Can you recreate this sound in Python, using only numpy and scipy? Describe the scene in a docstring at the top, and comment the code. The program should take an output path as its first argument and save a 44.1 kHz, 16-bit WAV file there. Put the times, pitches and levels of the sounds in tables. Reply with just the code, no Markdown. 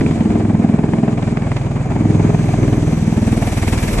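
"""A fast, heavy chopping, about twenty beats a second: a tiltrotor aircraft on open concrete.
Each passing blade pushes air aside with a round thump, then hits the swirl left by a blade tip
with a sharper slap and a ragged burst of noise. Underneath, air blown downward roars and the
turbines hiss and whine. Near the end the rotors slow a little, the slaps give way to deeper
thumps and a pulsing swish, and the hiss swells."""
import sys
import numpy as np
from scipy import signal
from scipy.fft import rfft, irfft
from scipy.io import wavfile

SR = 44100
rng = np.random.default_rng(int(sys.argv[2]) if len(sys.argv) > 2 else 0)


def store_wav(level_fs):
    """Save 16-bit WAV to argv[1]."""
    pcm = np.round(np.clip(np.atleast_2d(level_fs), -1, 1) * 32767)
    wavfile.write(sys.argv[1], SR, pcm.T.astype(np.int16))


N = 176400
T = np.arange(N) / SR
HZ = np.maximum(np.fft.rfftfreq(N, 1 / SR), 1)

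# how fast the blades pass (time [s], rate [passes per s])
BLADE_RATE = [(0, 20.49), (1.3, 20.58), (1.9, 20.53), (2.3, 20.73), (2.7, 20.62), (3.0, 20.1), (3.3, 19.97),
              (3.6, 19.56), (4, 19.54)]
# the wait from thump to slap (time [s], delay [s])
SLAP_DELAY = [(0, 0.014), (.25, 0.012), (.6, 0.01), (.83, 0.0088), (.95, 0.01), (1.1, 0.0087),
              (1.95, 0.0097), (2.2, 0.0077), (2.45, .0095), (2.75, 0.008), (3, 0.0088), (4, 0.0083)]
def rotors():
    """The passing blades set one beat for all these sounds."""
    rate = in_time(BLADE_RATE)[0]
    count = np.cumsum(rate) / SR - 0.09  # a blade passes at each whole number
    passes = np.interp(np.arange(int(count[-1]) + 1), count, T)
    strikes = passes + in_time(SLAP_DELAY, passes)[0]
    slap_count = count - in_time(SLAP_DELAY)[0] * rate
    beats = thumps(passes) + slaps(strikes) + wake(strikes) + crackle(strikes)
    return beats + swish(passes) + knocks(strikes) + drone(passes) + hum(count) + tones(slap_count)

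# each rotor's thump (time [s], peak [dB], pitch [Hz])
FIRST_THUMP = [(0, -12.5, 126.4), (.3, -14, 91), (0.501, -8, 116.5), (.87, -21.5, 135),
               (1.25, -10.5, 111.4), (1.4, -16.5, 89), (1.529, -8.5, 121), (1.82, -10, 124),
               (2.05, -13.5, 104.5), (2.4, -8.5, 121), (2.7, -5, 107), (3.0, -11, 89), (3.3, -4, 108.7),
               (3.549, -8, 99), (3.75, -5.5, 83), (4, -13.5, 61.6)]
SECOND_THUMP = [(0, -9.5, 147), (.27, -13.5, 174), (.4, -33, 162), (.53, -15.5, 168), (.75, -14, 162.4),
                (1.1, -20.5, 154), (1.7, -16.5, 149), (2.0, -17, 159.7), (2.4, -10, 154),
                (2.63, -15, 150.4), (2.92, -8, 160), (3.3, -27.5, 174), (3.8, -28, 156), (4, -20.5, 163)]
def thumps(passes):
    """Each blade pushes air aside; the second rotor follows just behind the first."""
    first = pulses(passes, FIRST_THUMP, rise_s=0.0066, fall_s=0.0054, vary_db=1, vary_s=0.000067)
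    second = pulses(passes + 0.00888, SECOND_THUMP, rise_s=0.0053, fall_s=0.019, vary_db=1, vary_s=0.0002)
    return first + second

# the slap (time [s], peak [dB], pitch [Hz])
SLAP = [(0, 0.5, 207), (.11, -15.5, 230), (0.232, 2.5, 201), (0.399, -9, 208), (.5, -2.5, 188),
        (.65, -0.5, 220), (.77, 0, 207), (.89, -10.5, 206), (1.02, -2.5, 226), (1.171, -9.5, 191),
        (1.45, -8.5, 199), (1.599, -29, 183), (1.88, -15.5, 205), (2.12, -6.5, 207), (2.42, -13.5, 188),
        (2.75, -16, 247), (3.05, -2, 194), (3.341, -4.5, 234), (3.52, -10.5, 210), (4, -12, 194)]
# its echoes (delay [s], level [dB])
ECHOES = [(.0092, -18.5), (0.0194, -22)]
def slaps(strikes):
    """A blade hits the swirl of air left by a blade tip; two faint echoes follow."""
    slap = pulses(strikes, SLAP, rise_s=0.0031, fall_s=0.004, vary_db=0.5, vary_s=0.00065)
    return slap + sum(from_db(db) * np.interp(T - delay, T, slap, left=0) for delay, db in ECHOES)

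# churned air (time [s], level [dB]) and its tone (pitch [Hz], level [dB])
WAKE_LEVEL = [(0, -11.5), (.15, -23.5), (.37, -12), (.52, -20), (.95, -13.5), (1.4, -22.5), (1.83, -25),
              (1.998, -14), (2.28, -13), (2.469, -25.5), (2.631, -14), (2.85, -14.5), (3.08, -20.5),
              (3.33, -20), (3.5, -41.5), (3.7, -26), (4, -25.5)]
WAKE = [(30, -20), (80, -4.5), (170, -8), (300, 4.5), (365, -8.5), (415, -2), (500, -18.5), (650, -17.5),
        (1000, -33.5), (1500, -40), (4000, -85)]
def wake(strikes):
    """Churned air behind the blades gives a ragged burst on each beat."""
    return bursts(strikes - 0.001, WAKE_LEVEL, WAKE, rise_s=0.0096, fall_s=0.026, memory=0.86, vary_db=0.6)

# crackle (time [s], level [dB]) and its tone (pitch [Hz], level [dB])
CRACKLE_LEVEL = [(0, -24.5), (.2, -26.5), (.5, -43.5), (1.0, -37.5), (1.299, -28.5), (1.8, -28.5),
                 (2.3, -33), (2.6, -24), (3.0, -33), (3.25, -37.5), (4, -19.5)]
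CRACKLE = [(200, 7.5), (600, 6), (1000, 1.5), (1400, -4), (2400, -5.5), (3200, -10), (5000, -18.5),
           (12000, -37)]
def crackle(strikes):
    """A bright, uneven edge on each slap."""
    return bursts(strikes - 0.003, CRACKLE_LEVEL, CRACKLE,
                  rise_s=0.0051, fall_s=0.0084, memory=0.18, vary_db=4)

# swish (time [s], level [dB]) and its tone (pitch [Hz], level [dB])
SWISH_LEVEL = [(0, -76), (2, -46), (3.1, -36.5), (3.4, -27), (3.65, -25), (4, -24)]
SWISH = [(200, -35), (700, 3), (1300, -3), (2300, 2), (3200, -6.5), (4500, -8.5), (6000, -12), (7800, -7),
         (10000, -10.5), (13000, -25.5)]
def swish(passes):
    """Blades swish through the air, loudest near the end."""
    return bursts(passes + 0.003, SWISH_LEVEL, SWISH, rise_s=0.0095, fall_s=0.024, memory=0.05, vary_db=1)

# knock (time [s], level [dB]) and its tone (pitch [Hz], level [dB])
KNOCK_LEVEL = [(0, -29.5), (.55, -24.5), (1.08, -23.5), (1.25, -26.5), (1.8, -29), (1.949, -27),
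               (2.25, -23.5), (2.42, -26.5), (2.56, -24.5), (2.95, -39.5), (3.2, -24.5), (3.5, -25),
               (4, -38)]
KNOCK = [(200, -8.5), (450, -8.5), (680, 9), (1000, -6.5), (1400, -13.5), (2400, -16), (5000, -39),
         (12000, -68)]
def knocks(strikes):
    """A hard knock starts each slap."""
    return bursts(strikes - 0.003, KNOCK_LEVEL, KNOCK, rise_s=0.0049, fall_s=0.011, memory=0.5, vary_db=2)

# hard blade hits (time [s], crack [dB], knock [dB])
HARD_HITS = [(0.01, -16, -24.5), (0.064, -25, -21), (.305, -32, -26), (.55, -46.5, -22.5),
             (0.936, -31, -19.5), (1.037, -38, -21), (1.372, -17.5, -28), (1.422, -27, -26.5),
             (1.518, -22.5, -23), (1.921, -36, -19), (1.965, -33, -19), (2.304, -32, -17.5),
             (2.347, -27.5, -16), (2.542, -37, -19), (3.475, -32.5, -23.5), (3.526, -25.5, -29),
             (3.631, -25.5, -21), (3.68, -26, -32.5)]
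# the crack's tone (pitch [Hz], level [dB])
CRACK = [(300, 2), (900, 6.5), (2400, 8.5), (3300, -17), (5000, -13), (12000, -39)]
def cracks():
    """Now and then a blade hits a swirl squarely: a bright crack over a dull knock."""
    bright = sum(from_db(db) * swell(T - s, rise_s=0.001, fall_s=0.0025) for s, db, _ in HARD_HITS)
    dull = sum(from_db(db) * swell(T - s, rise_s=0.0018, fall_s=0.003) for s, _, db in HARD_HITS)
    return spread(bright * noise(CRACK) + dull * noise(KNOCK))

# drone (time [s], level [dB]) and its tone (pitch [Hz], level [dB])
DRONE_LEVEL = [(0, -14), (.6, -29.5), (1.1, -46.5), (1.85, -29), (2.05, -19.5), (2.3, -21.5), (2.55, -22.5),
               (2.85, -25.5), (3.1, -28), (4, -28)]
DRONE = [(40, -35), (65, -18), (95, 2), (150, -2.5), (200, -3), (300, 1.5), (400, -3), (900, -62)]
def drone(passes):
    """A low, rolling sound fills the gaps between beats."""
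    return bursts(passes + 0.028, DRONE_LEVEL, DRONE, rise_s=0.017, fall_s=0.033, memory=0.98, vary_db=1.3)

# deep hum (time [s], level [dB])
HUM_LEVEL = [(0, -34.5), (.3, -39.5), (1.1, -35.5), (2, -33.5), (2.8, -29), (3.07, -42), (3.4, -26.5),
             (3.65, -34.5), (3.9, -32.5), (4, -14)]
def hum(count):
    """The rotors press on the air and hum at twice the blade rate."""
    return from_db(in_time(HUM_LEVEL)[0]) * np.sqrt(2) * np.cos(2 * np.pi * 2 * count)

# three pitches [times the blade rate] and their levels (time [s], low [dB], middle [dB], high [dB])
MULTIPLES = [5, 8, 11]
TONE_LEVELS = [(0, -38, -23.5, -36), (.3, -45, -25, -27), (.7, -46.5, -32, -22.5),
               (1.101, -45.5, -36, -32.5), (1.8, -50, -42, -52), (2.05, -20.5, -28.5, -35),
               (2.27, -20.5, -24, -36), (2.5, -42, -32, -33.5), (3.1, -43, -42, -32),
               (4, -37.5, -39.5, -46)]
def tones(slap_count):
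    """Clean rotor tones whose waves peak with the slaps."""
    gains = from_db(in_time(TONE_LEVELS)) * np.sqrt(2)
    return sum(gain * np.cos(2 * np.pi * k * slap_count) for k, gain in zip(MULTIPLES, gains))

# roar (time [s], level [dB]) and its tone (pitch [Hz], level [dB])
ROAR_LEVEL = [(0, -25), (1, -25.5), (1.7, -25), (2.25, -22), (3.1, -25), (3.6, -23.5), (4, -20.5)]
ROAR = [(20, -27), (60, 3.5), (110, 5), (250, 2.5), (480, -5.5), (680, -10), (1000, -13), (1350, -19.5),
        (1900, -22), (2350, -19), (3000, -38.5), (4500, -43), (12000, -67)]
def roar():
    """Air blown down by the rotors roars steadily."""
    return steady_noise(ROAR_LEVEL, ROAR, flutter_db=1.75)

# turbine and exhaust hiss (time [s], level [dB]) and their tones (pitch [Hz], level [dB])
TURBINE_LEVEL = [(0, -38), (.45, -43.5), (.95, -44), (1.25, -42.5), (1.9, -45), (2.3, -39), (3.1, -39.5),
                 (3.6, -36.5), (4, -33.5)]
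EXHAUST_LEVEL = [(0, -83), (2.15, -76.5), (2.4, -54.5), (3.1, -51), (3.6, -39), (4, -39.5)]
TURBINE = [(1000, 7.5), (2400, 7), (3500, 4.5), (4800, 2), (5800, -1), (6800, 4), (8000, 1), (9300, -2),
           (11000, -20.5), (13000, -42)]
EXHAUST = [(2000, -5), (5000, -5.5), (8000, -9), (10500, 7.5), (12500, 5)]
def engine_hiss():
    """The turbines hiss throughout; their brighter exhaust swells late."""
    turbine = steady_noise(TURBINE_LEVEL, TURBINE, flutter_db=1.23)
    return turbine + steady_noise(EXHAUST_LEVEL, EXHAUST, flutter_db=3)

# the engine's air compressor (time [s], pitch [Hz], level [dB])
WHINE = [(0, 6775, -74.5), (1.9, 6600, -55), (2.2, 6456, -48.5), (2.7, 6090, -47.5), (3.3, 5940, -46),
         (4, 5660, -42.5)]
def whine(width_hz=350):
    """The compressor's blurred whine sinks as the turbines slow."""
    hz, db = in_time(WHINE)
    blur = irfft(rfft(rng.standard_normal((2, N))) / (1 + (HZ / width_hz) ** 2), N)
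    tone = np.sin(2 * np.pi * np.cumsum(hz) / SR)
    return spread(rms_one(blur * tone)) * from_db(db)

def pulses(times, curve, rise_s, fall_s, vary_db, vary_s):
    """One short push of air per blade, each a little different in level, timing and pitch."""
    out, t = np.zeros(N), np.arange(-SR // 20, SR // 20) / SR
    shape = np.exp(-np.abs(t / np.where(t < 0, rise_s, fall_s)) ** 1.215)
    chance = rng.standard_normal((len(times), 3))
    for s, db, hz, (louder, later, higher) in zip(times, *in_time(curve, times), chance):
        wave = np.cos(2 * np.pi * hz * (1 + 0.011 * higher) * t)
        add(out, s + t[0] + vary_s * later, from_db(db + vary_db * louder) * shape * wave)
    return out

def bursts(times, level, tone, rise_s, fall_s, memory, vary_db, size=8192):
    """One puff of noise per blade; with memory near 1, each meets almost the same swirls as the last."""
    out, t = np.zeros((2, N)), (np.arange(size) - size // 4) / SR
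    colour = from_db(per_hz(tone, np.fft.rfftfreq(size, 1 / SR) + 1))
    shape = swell(t, rise_s, fall_s)
    swirls = rng.standard_normal((2, size))
    for s, db in zip(times, *in_time(level, times)):
        swirls = memory * swirls + np.sqrt(1 - memory ** 2) * rng.standard_normal(swirls.shape)
        burst = irfft(rfft(swirls) * colour) * shape
        evened = burst / burst.std(axis=1, keepdims=True) * shape.std()
        add(out, s + t[0], evened * from_db(db + vary_db * rng.standard_normal()))
    return spread(out)

def steady_noise(level, tone, flutter_db):
    """Rushing noise that flutters a little on its way through the air."""
    flutter = noise([(1, 0), (12, 0), (60, -25), (200, -90)], shape=N)
    return spread(noise(tone)) * from_db(in_time(level)[0] + flutter_db * flutter)

# how alike left and right are (pitch [Hz], likeness [0 to 1])
LIKENESS = [(100, 1), (300, 0.91), (520, 0.74), (750, 1), (1300, 0.25), (1800, 0.89), (2300, 1),
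            (3100, 0.062), (4300, 0.55), (5500, 0.28), (7300, 0.46), (9500, .25), (12000, 0.16)]
def spread(pair):
    """Two unrelated sounds become left and right, alike in the bass and less so in the treble."""
    alike = per_hz(LIKENESS)
    mid, side = rfft(pair) * np.sqrt([(1 + alike) / 2, (1 - alike) / 2])
    return irfft([mid + side, mid - side], N)

def noise(tone, shape=(2, N)):
    """Noise of strength 1; the tone table says which pitches stand out."""
    return rms_one(irfft(rfft(rng.standard_normal(shape)) * from_db(per_hz(tone)), N))

def swell(t, rise_s, fall_s):
    """A smooth rise to the top at t = 0, then a dying tail."""
    return np.exp(-(np.minimum(t, 0) / rise_s) ** 2 - np.maximum(t, 0) / fall_s)

def add(out, start_s, sound):
    """Mix a sound in from a given time on."""
    i = int(round(start_s * SR))
    a, b = max(i, 0), min(i + sound.shape[-1], N)
    if b > a:
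        out[..., a:b] += sound[..., a - i:b - i]

def in_time(rows, at=T):
    """Read a table's columns at the given times."""
    s, *columns = np.transpose(rows)
    return [np.interp(at, s, c) for c in columns]

def per_hz(points, at=HZ):
    """Read a table at the given pitches, with octaves evenly spaced."""
    hz, value = np.transpose(points)
    return np.interp(np.log(at), np.log(hz), value)

def from_db(db):
    """Turn decibels into a multiplier."""
    return 10 ** (np.asarray(db) / 20)

def rms_one(x):
    """Scale to an average strength (rms) of 1."""
    return x / np.sqrt(np.mean(x ** 2) + 1e-20)

def scene():
    """Rushing air, engines and rotors together."""
    return roar() + engine_hiss() + rotors() + cracks() + whine()

# how much louder the left side is (pitch [Hz], level [dB])
BALANCE = [(100, -.5), (330, -.3), (550, 2.2), (700, 2), (850, .4), (1230, 4.5), (1800, 0), (2300, -6),
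           (3100, -.3), (4400, -2), (5600, .5), (6600, 1), (8000, 12), (9400, 1), (11000, 4)]
# how far ahead the left wave is (pitch [Hz], lead [radians])
LEFT_LEAD = [(60, 0.14), (300, 0.21), (1030, 0.39), (1460, -0.85), (2000, 1.25), (2500, 0.85), (3200, 2),
             (4300, 3), (5200, 4.5), (7100, 7.5), (8700, 8), (9500, 11)]
# the microphone's weak bass (pitch [Hz], level [dB])
LOW_CUT = [(8, -33.5), (20, -23.5), (36, 0)]
def record(dry):
    """Two microphone openings each colour and delay the sound; peaks are rounded, top treble is cut."""
    left = from_db(per_hz(BALANCE) / 2) * np.exp(1j * per_hz(LEFT_LEAD) / 2)
    sides = irfft(rfft(dry) * from_db(per_hz(LOW_CUT)) * np.array([left, 1 / left]), N)
    rounded = sides / (1 + sides ** 8) ** (1 / 8)
    treble_cut = signal.cheby2(14, 70, 14100, fs=SR, output="sos")  # 70 dB down from 14100 Hz up
    return signal.sosfilt(treble_cut, rounded)

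dry = scene()
out = record(dry)
store_wav(out)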